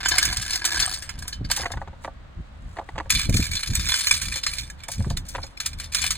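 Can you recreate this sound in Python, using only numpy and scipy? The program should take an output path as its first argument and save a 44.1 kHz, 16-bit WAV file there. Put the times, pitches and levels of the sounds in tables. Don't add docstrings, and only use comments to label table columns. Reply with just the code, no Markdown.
import sys
import numpy as np
from scipy import signal
from scipy.fft import rfft, irfft, next_fast_len
from scipy.io import wavfile
from scipy.ndimage import uniform_filter1d

SR = 44100
rng = np.random.default_rng(int(sys.argv[2]) if len(sys.argv) > 2 else 0)


def put_to_file(sound):
    columns = np.atleast_2d(sound).T
    safe = np.clip(columns, -1, 1)
    whole_steps = np.round(safe * 32767)
    wavfile.write(sys.argv[1], SR, whole_steps.astype(np.int16))


N = 272337
TIME = np.arange(N) / SR
AGE = np.arange(4096) / SR
SPLITS_HZ = (2750, 5600)


def undb(db):
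    return 10 ** (np.asarray(db) / 20)


def unit(x):
    return x / np.sqrt(np.mean(x ** 2))


def wander(per_s):
    count = int(TIME[-1] * per_s) + 2
    return unit(np.interp(TIME * per_s, np.arange(count), rng.standard_normal(count)))


def colour(x, points):
    hz, db = np.transpose(points)
    size = 2 * len(AGE)
    grid = np.maximum(np.fft.rfftfreq(size, 1 / SR), 1)
    gain = undb(np.interp(np.log(grid), np.log(hz), db))
    cepstrum = irfft(np.log(gain))
    cepstrum[1:size // 2] *= 2
    cepstrum[size // 2 + 1:] = 0
    response = irfft(np.exp(rfft(cepstrum)))
    length = x.shape[-1]
    return irfft(rfft(x) * rfft(response, length), length)


def stereo_noise(points, side_db):
    mid, side = colour(rng.standard_normal((2, N)), points)
    return unit(mid + undb(side_db) * side * np.array([[1], [-1]]))


def even(x, size=2400):
    return x / np.sqrt(uniform_filter1d(np.mean(x ** 2, axis=0), size) + 1e-9)


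def fade(t60):
    return np.exp(-np.log(1000) * AGE / np.maximum(np.reshape(t60, (-1, 1)), .001))


def ring(hz, t60):
    return np.sin(2 * np.pi * np.outer(hz, AGE)) * fade(t60)


def peak_to(waves, db, size=128):
    peak = np.sqrt(uniform_filter1d(waves ** 2, size, axis=-1).max(axis=-1))
    return waves * (undb(db) / peak)[..., None]


def weigh(waves, splits_hz, levels_db):
    out = 0
    for hz, db in zip(splits_hz, levels_db):
        low = signal.sosfilt(signal.butter(5, hz, "low", fs=SR, output="sos"), waves)
        waves = signal.sosfilt(signal.butter(5, hz, "high", fs=SR, output="sos"), waves)
        out = out + peak_to(low, db)
    return out + peak_to(waves, levels_db[-1])


def place(times, waves):
    out = np.zeros(N + len(AGE))
    for start, wave in zip(np.clip(times * SR, 0, N - 1).astype(int), waves):
        out[start:start + len(AGE)] += wave
    return out[:N]


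def tin_hits(times, t60, ring_db, tail_db, attack_s, filled_s=2):
    # f/Hz, t60/s, relative level/dB for dropped pieces, the same for pushed ones
    tin_notes = [(335, 0.05, -18, -40.5), (506, 0.04, -27.5, -24), (741, 0.049, -12, -26.5),
                 (995, 0.029, -9, -14.5), (1233, 0.024, -10.5, -16.5), (1570, 0.046, -3.5, -8.5),
                 (1676, 0.048, 0, -5), (1790, .04, -51, -15), (2123, 0.066, -13, -12.5),
                 (2294, 0.057, -11.5, -2), (2392, 0.024, -6.5, 8), (3024, 0.17, -15, -16.5),
                 (3472, 0.071, -10, -2.5), (3634, 0.079, -7.5, -4), (4154, 0.15, -16, -7.5),
                 (4202, 0.029, 4.5, 10), (4554, 0.037, 5.5, -8.5), (4805, 0.042, -4, 2.5),
                 (5234, 0.056, 9, 5), (6560, 0.055, -1, -42), (6330, 0.048, -9.5, -5),
                 (6770, 0.07, -7, -2.5), (7550, 0.036, -2.5, -3.5), (7500, 0.03, -19, -16),
                 (8240, 0.067, -9.5, -4), (9270, 0.036, -15.5, -10), (9600, 0.052, -18.5, -10.5),
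                 (10100, 0.04, -16.5, -6), (10650, 0.069, -9.5, -7), (14500, 0.035, -13, -5)]
    # f/Hz, relative level/dB
    clatter_tone = [(100, -34), (300, -15), (500, -22), (750, -17.5), (1200, 1), (1800, 5.5), (2800, 2),
                    (4200, 10.5), (5700, 10), (6700, 6.5), (9000, 4.5), (12000, -5), (14000, 3.5),
                    (16000, -16)]
    count = len(times)
    hz, note_t60, drop_db, push_db = np.transpose(tin_notes)
    shape = undb(np.where(times[:, None] < filled_s, drop_db, push_db))
    strength = shape * rng.standard_normal((count, len(hz)))
    strength *= undb(2.5 * rng.standard_normal(strength.shape))
    tin = np.zeros((count, len(AGE)))
    for group in np.array_split(np.argsort(times), 24):
        detune = 1 + .006 * rng.standard_normal(len(hz))
        tin[group] = strength[group] @ ring(hz * detune, note_t60)
    piece = peak_to(ring(rng.uniform(6000, 11500, count), .03), -9)
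    crack_fade = fade(t60) + undb(tail_db) * fade(.13)
    crack = colour(rng.standard_normal(tin.shape) * crack_fade, clatter_tone)
    onset = 1 - np.exp(-AGE / attack_s)
    return (peak_to(crack, 0) + peak_to(tin, ring_db) + piece) * onset


def heap(span_s, count, tick_db, wall_db, bottom_db, ring_db, spread_db, attack_s):
    # t/s, length/s, relative level/dB, brightness/dB
    shoves = [(0.0, 0.1, -38, -5), (0.048, .25, -33, -2.5), (0.317, 0.26, -38, -0.5), (0.639, .21, -31, -2),
              (0.852, 0.098, -37.5, 1.5), (0.98, 0.36, -56, -3.5), (1.495, 0.13, -39, -1),
              (3.092, 0.12, -29.5, -0.5), (3.322, .14, -36, 0.5), (3.52, 0.095, -36, 0),
              (3.65, .09, -42.5, 0), (3.73, 0.22, -36, 0), (3.873, 0.29, -32, 1.5),
              (4.146, 0.23, -37.5, -0.5), (4.479, .15, -42, 0), (4.777, 0.067, -55.5, -5.5),
              (4.888, 0.042, -44.5, 3), (4.97, 0.094, -51.5, 2.5), (5.253, 0.21, -51.5, 0.5),
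              (5.613, 0.064, -46, -3), (5.779, 0.063, -49.5, -0.5), (5.922, 0.16, -34.5, 0)]
    rise_db_per_s, settle_db_per_s = 2513, 267
    s = span_s[0] + (span_s[1] - span_s[0]) * (np.arange(count) + rng.uniform(0, 1, count)) / count
    size_db = spread_db * np.clip(rng.standard_normal(count), -2, 1.4)
    start, length, db, bright_db = np.transpose(shoves)
    since = s[:, None] - start
    motion = db - rise_db_per_s * np.maximum(-since, 0) - settle_db_per_s * np.maximum(since - length, 0)
    level = motion.max(axis=1) + size_db
    bright = bright_db[motion.argmax(axis=1)]
    levels = (level - bright + bottom_db, level + wall_db, level + bright + tick_db)
    waves = tin_hits(s, np.full(count, .018), ring_db, tail_db=-22, attack_s=attack_s)
    return place(s, weigh(waves, SPLITS_HZ, levels))


def wind(breeze_db=-43, sway_db=3, rumble_db=-1, flutter_db=-54, buffet_db=-3):
    # peak t/s, length/s, relative level/dB
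    gust_peaks = [(0.293, 0.065, -30.5), (0.394, 0.043, -30.5), (0.8, 0.053, -32), (1.2, 0.1, -35),
                  (1.444, 0.11, -30), (1.623, 0.064, -34.5), (1.777, 0.065, -29.5), (1.897, 0.033, -36.5),
                  (2.396, 0.033, -29.5), (2.663, 0.047, -34.5), (2.96, 0.044, -33.5), (3.161, 0.045, -25.5),
                  (3.328, 0.093, -21.5), (3.414, 0.035, -25), (3.521, 0.059, -29), (3.717, 0.039, -22),
                  (3.798, 0.031, -22.5), (3.874, 0.064, -30), (4.143, .05, -34.5), (4.284, 0.094, -32),
                  (4.625, 0.03, -36.5), (5.005, 0.037, -23.5), (5.126, 0.13, -26.5), (5.39, 0.1, -35),
                  (5.767, 0.11, -35), (6.06, .15, -36)]
    # t/s, relative level/dB
    buffets = [(1.409, -22.5), (1.446, -25.5), (3.292, -9.5), (3.343, -12.5), (3.354, -14), (3.392, -12.5),
               (4.994, -18), (5.067, -18.5), (5.105, -15)]
    # f/Hz, relative level/dB
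    rumble_tone = [(12, -17), (25, 0), (48, 3), (80, 1.5), (115, -12), (170, -28), (300, -52.5),
                   (1500, -100)]
    flutter_tone = [(60, -12), (120, 5), (180, -1.5), (250, -9.5), (350, -17), (500, -33.5), (900, -44.5),
                    (3000, -83)]
    thump_tone = [(30, -4.5), (110, 5.5), (220, -2), (400, -17.5), (700, -27.5), (2000, -84), (5000, -84)]
    breeze = undb(breeze_db + sway_db * wander(8))
    gusts = [undb(db) * .5 ** (2 * ((TIME - s) / length) ** 2) for s, length, db in gust_peaks]
    force = np.linalg.norm([breeze] + gusts, axis=0)
    rumble = even(stereo_noise(rumble_tone, side_db=-21.5)) * force * undb(rumble_db)
    flutter_gain = undb(flutter_db) * (force / undb(breeze_db)) ** 1.2053
    flutter = even(stereo_noise(flutter_tone, side_db=-8.5)) * flutter_gain
    s, db = np.transpose(buffets)
    thumps = colour(rng.standard_normal((len(s), len(AGE))) * AGE * fade(.034), thump_tone)
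    return rumble + flutter + place(s - .003, peak_to(thumps, db + buffet_db))


def garden(level_db=-50.5):
    # f/Hz, relative level/dB
    hush_tone = [(100, 7.5), (250, 5), (400, -5), (550, 1.5), (800, -0.5), (1100, -0.5), (1700, -3),
                 (2600, -10), (4000, -12), (5500, -22.5), (8000, -24), (11000, -43), (16000, -35)]
    return stereo_noise(hush_tone, side_db=0) * undb(level_db)


def clinks(tick_db=-13, wall_db=-1, bottom_db=-2, attack_s=.0007):
    # t/s, relative level/dB of the tick, of the walls and of the bottom, crack t60/s
    strikes = [(0.058, -10, -23, -13.5, 0.084), (0.0852, -3.5, -30, -26.5, 0.068),
               (0.118, -31, -19, -17.5, 0.04), (0.1384, -29, -25, -21.5, 0.057),
               (0.182, 0, -18, -13.5, 0.048), (0.2268, -6, -15, -20, 0.04), (0.252, -4, -28, -26, 0.04),
               (0.3264, -14.5, -25, -25.5, 0.07), (0.369, -10, -22.5, -31.5, 0.033),
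               (0.417, -15.5, -32, -42, 0.12), (0.5067, -12, -22.5, -35.5, 0.026),
               (0.5312, -14.5, -19, -29.5, 0.078), (0.5568, -7.5, -21.5, -26.5, 0.028),
               (0.618, -29, -42, -23.5, 0.036), (0.6509, -4.5, -23, -25.5, 0.089),
               (0.7213, -17, -38, -52, 0.026), (0.7446, -18, -50, -29.5, 0.054),
               (0.7698, -17, -33, -21.5, 0.04), (0.7989, -7, -19, -34, 0.12),
               (0.8244, -24, -16, -31.5, 0.025), (0.8764, -35, -48, -26.5, 0.083),
               (0.941, -16, -25.5, -47, 0.035), (1.0221, -20, -42, -34.5, 0.12),
               (1.0915, -17.5, -51, -29.5, 0.073), (1.1892, -24, -41, -68, 0.04),
               (1.2232, -22.5, -51, -32, 0.031), (1.2534, -53, -57, -41, 0.064),
               (1.279, -14.5, -32.5, -37, 0.024), (1.3278, -26.5, -27, -36, 0.12),
               (1.448, -34, -32.5, -39, 0.12), (1.5047, -29, -30, -33, 0.021),
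               (1.513, -3.5, -18.5, -22, 0.017), (1.5635, -10.5, -28, -32.5, 0.065),
               (1.6082, -23, -30, -38.5, 0.022), (1.718, -19.5, -33.5, -33.5, 0.028),
               (3.1032, -1, -20, -15.5, 0.049), (3.1524, -22, -16.5, -35.5, 0.021),
               (3.2054, -34, -29, -39, 0.04), (3.2942, -15.5, -37, -31.5, 0.051),
               (3.3405, -15.5, -36, -60, 0.12), (3.3676, -10.5, -25, -26.5, 0.086),
               (3.4246, -26, -26.5, -30.5, 0.023), (3.5139, -17, -28, -30, 0.04),
               (3.5523, -15, -24, -34, 0.058), (3.5674, -31, -20, -43, 0.04),
               (3.6312, -15.5, -27, -25, 0.049), (3.6729, -17.5, -28.5, -36, 0.04),
               (3.7524, -3, -27, -30, 0.02), (3.8926, -18, -23.5, -22.5, 0.04),
               (3.919, -15, -20, -20.5, 0.054), (3.9405, -7.5, -19.5, -18.5, 0.027),
               (3.9867, -12.5, -42, -33, 0.04), (4.0694, -6.5, -19.5, -19, 0.018),
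               (4.1106, -2, -15.5, -10, 0.014), (4.1375, -14, -21.5, -39, 0.062),
               (4.2166, -11, -30.5, -31, 0.12), (4.3221, -19.5, -37, -23, 0.12),
               (4.357, -15.5, -25, -31, 0.04), (4.4341, -17, -20.5, -34, 0.07),
               (4.4645, -8.5, -22, -20, 0.02), (4.5348, -17.5, -32, -29, 0.04),
               (4.583, -17.5, -25.5, -34.5, 0.093), (4.7, -23.5, -59, -32, 0.04),
               (4.8354, -24, -56, -37, 0.04), (4.8838, -18, -51, -34.5, 0.029),
               (4.9166, -14.5, -33.5, -41, 0.058), (5.1007, -22.5, -30.5, -46, 0.013),
               (5.1705, -15.5, -25.5, -31, 0.04), (5.2864, -19.5, -48, -66, 0.075),
               (5.4308, -50, -28.5, -55, 0.055), (5.5732, -29, -37, -36, 0.04),
               (5.6017, -14.5, -24.5, -28.5, 0.081), (5.66, -7.5, -25, -30.5, 0.048),
               (5.731, -28, -38, -37.5, 0.047), (5.7989, -18.5, -32.5, -31.5, 0.12),
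               (5.841, -26, -35, -46, 0.04), (5.9462, -5, -19, -26.5, 0.06),
               (6.0172, -9.5, -48, -31, 0.013), (6.0402, -11.5, -38, -19.5, 0.032),
               (6.063, -11, -25, -25, 0.034), (6.1056, -6, -24, -25.5, 0.087),
               (6.153, -26, -33, -37.5, 0.063)]
    s, tick, wall, bottom, t60 = np.transpose(strikes)
    levels = np.array([bottom + bottom_db, wall + wall_db, tick + tick_db])
    ring_db = 7 - 1.27 * (levels[2] - levels[0])
    landing = tin_hits(s, t60, ring_db, tail_db=-11, attack_s=attack_s)
    out = place(s, weigh(landing, SPLITS_HZ, levels))
    for earliest_s, latest_s, db in ((-.005, -.0015, -13), (.004, .012, -15)):
        light = tin_hits(s, t60 / 2, ring_db=2, tail_db=-24, attack_s=attack_s)
        times = s + rng.uniform(earliest_s, latest_s, len(s))
        out += place(times, weigh(light, SPLITS_HZ, levels + db))
    return out


def pings():
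    # t/s, f/Hz, level/dB, t60/s
    bounces = [(0.8627, 8500, -11, 0.015), (0.878, 8400, -24, 0.036), (0.946, 8340, -30.5, 0.084),
               (.989, 8400, -26, 0.019), (1.023, 8340, -36, 0.18)]
    s, hz, db, t60 = np.transpose(bounces)
    return place(s, ring(hz, t60) * undb(db)[:, None])


def truck(body_db=-7, edge_db=-1, attack_s=.00024, bounce_db=-6, shell_db=1, early_db=-10):
    # t/s, relative level/dB of the body and of the edge, f/Hz of the struck panel
    knocks = [(1.501, -23, -44, 755), (1.575, -28, -27, 964), (1.596, -25, -33, 720),
              (1.634, -27.5, -29, 1120), (1.657, -18, -21.5, 724), (1.704, -26.5, -37.5, 738),
              (1.737, -26.5, -31.5, 759), (1.772, -28, -35.5, 1100), (1.815, -21, -36, 875),
              (1.875, -29.5, -43, 780), (1.93, -37, -55, 773), (2.046, -21, -32, 810),
              (2.076, -19.5, -42.5, 780), (2.768, -27, -35.5, 1040), (2.786, -18, -35, 856),
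              (2.813, -27.5, -57, 719), (2.889, -28.5, -33.5, 1110), (2.957, -28.5, -40, 700),
              (2.98, -19.5, -28.5, 457), (3.0, -18, -28.5, 940), (3.058, -35, -47, 528),
              (4.358, -34, -37.5, 673), (4.887, -24.5, -43, 530), (5.005, -29.5, -41, 604),
              (5.045, -30.5, -40, 1140), (5.105, -26, -38, 720), (5.35, -22.5, -25, 587),
              (5.382, -23, -36.5, 802), (5.437, -32.5, -45, 732)]
    # f/Hz, t60/s, relative level/dB
    shell_notes = [(318, 0.09, -4.5), (513, 0.061, -8), (542, 0.086, 1), (689, 0.1, -4), (787, 0.069, -4),
                   (880, 0.021, -8), (1090, 0.055, -17), (1166, 0.08, -5), (1493, 0.13, -2.5),
                   (1710, 0.018, 19.5), (1830, 0.059, -49), (1935, 0.025, 15)]
    # f/Hz, relative level/dB
    plastic_tone = [(100, -30), (300, -2), (550, -2), (900, 7.5), (1400, -6), (1900, -6.5), (2600, -11),
                    (4000, -15.5), (8000, -26.5), (11000, -45), (16000, -44)]
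    s, low_db, high_db, panel_hz = np.transpose(knocks)
    hz, note_t60, db = np.transpose(shell_notes)
    octaves_away = np.abs(np.log2(hz / panel_hz[:, None]))
    strength = undb(db - 13 * octaves_away)
    shell = (strength * rng.standard_normal(strength.shape)) @ ring(hz, note_t60)
    decay = fade(t60=.032)[0]
    rebound = np.array([np.pad(decay, (lag, 0))[:len(AGE)] for lag in rng.integers(130, 400, len(s))])
    clack = colour(rng.standard_normal(shell.shape) * (decay + undb(bounce_db) * rebound), plastic_tone)
    waves = (peak_to(clack, 0) + peak_to(shell, shell_db)) * (1 - np.exp(-AGE / attack_s))
    hits = weigh(waves, splits_hz=[1350], levels_db=(low_db + body_db, high_db + edge_db))
    early_s = rng.uniform(.002, .007, len(s))
    return place(s, hits) + place(s - early_s, peak_to(clack, high_db + early_db))


def rustle(grain_db=4):
    # t/s, level/dB
    swells = [(1.75, -62.5), (1.9, -80), (2.0, -73), (2.04, -52.5), (2.09, -74), (2.2, -85), (2.55, -74.5),
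              (2.68, -67), (2.77, -59), (2.83, -67), (2.97, -63), (3.08, -67)]
    # f/Hz, relative level/dB
    brush_tone = [(800, -39.5), (2500, -1), (4500, -1.5), (7000, 1.5), (9500, -3), (14000, -12),
                  (16000, -13)]
    s, db = np.transpose(swells)
    grains = rng.standard_normal(N) * undb(grain_db * wander(280))
    return unit(colour(grains, brush_tone)) * np.interp(TIME, s, undb(db), left=0, right=0)


def ports(x):
    # f/Hz, phase/rad
    left_lead = [(0, 0), (1000, .15), (1800, .1), (2350, 1.3), (3100, 1.8), (3700, 1.5), (4400, 1.6),
                 (5400, 3.14), (6400, 5.0), (7100, 5.9), (9400, 6.6), (11100, 8.5), (12500, 9.42),
                 (13500, 9.9), (14600, 11.6), (16500, 12.6)]
    # f/Hz, level/dB
    scatter_tone = [(300, -16), (1000, -23), (1700, -19), (2400, -8), (4400, -11), (5400, -20), (7000, -12),
                    (10000, -13), (12500, -26), (15000, -17)]
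    hz, lead = np.transpose(left_lead)
    turn = np.exp(.5j * np.interp(np.fft.rfftfreq(N, 1 / SR), hz, lead))
    paths = signal.hilbert(colour(x, scatter_tone), next_fast_len(N))[:N]
    scatter = rfft(paths.real * wander(35) + paths.imag * wander(35)) / np.sqrt(2)
    direct = rfft(x)
    return irfft(np.array([(direct + scatter) * turn, (direct - scatter) * turn.conj()]), N)


def scene(pan_db=-0.5):
    pouring = heap(span_s=(0, 1.75), count=280, tick_db=1, wall_db=1.5, bottom_db=-1,
                   ring_db=-0.5, spread_db=3.5, attack_s=.00049)
    stirring = heap(span_s=(3.09, 6.17), count=540, tick_db=-0.5, wall_db=-0.5, bottom_db=-4.5,
                    ring_db=-4, spread_db=5, attack_s=.0019)
    near = ports(pouring + stirring + clinks() + pings() + truck() + rustle())
    return near * undb([[pan_db / 2], [-pan_db / 2]]) + garden() + wind()


def record(dry, top_hz=16000):
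    lowpass = signal.ellip(10, .2, 70, top_hz, fs=SR, output="sos")
    return signal.sosfilt(lowpass, np.clip(dry, -1, 1))


dry = scene()
out = record(dry)
put_to_file(out)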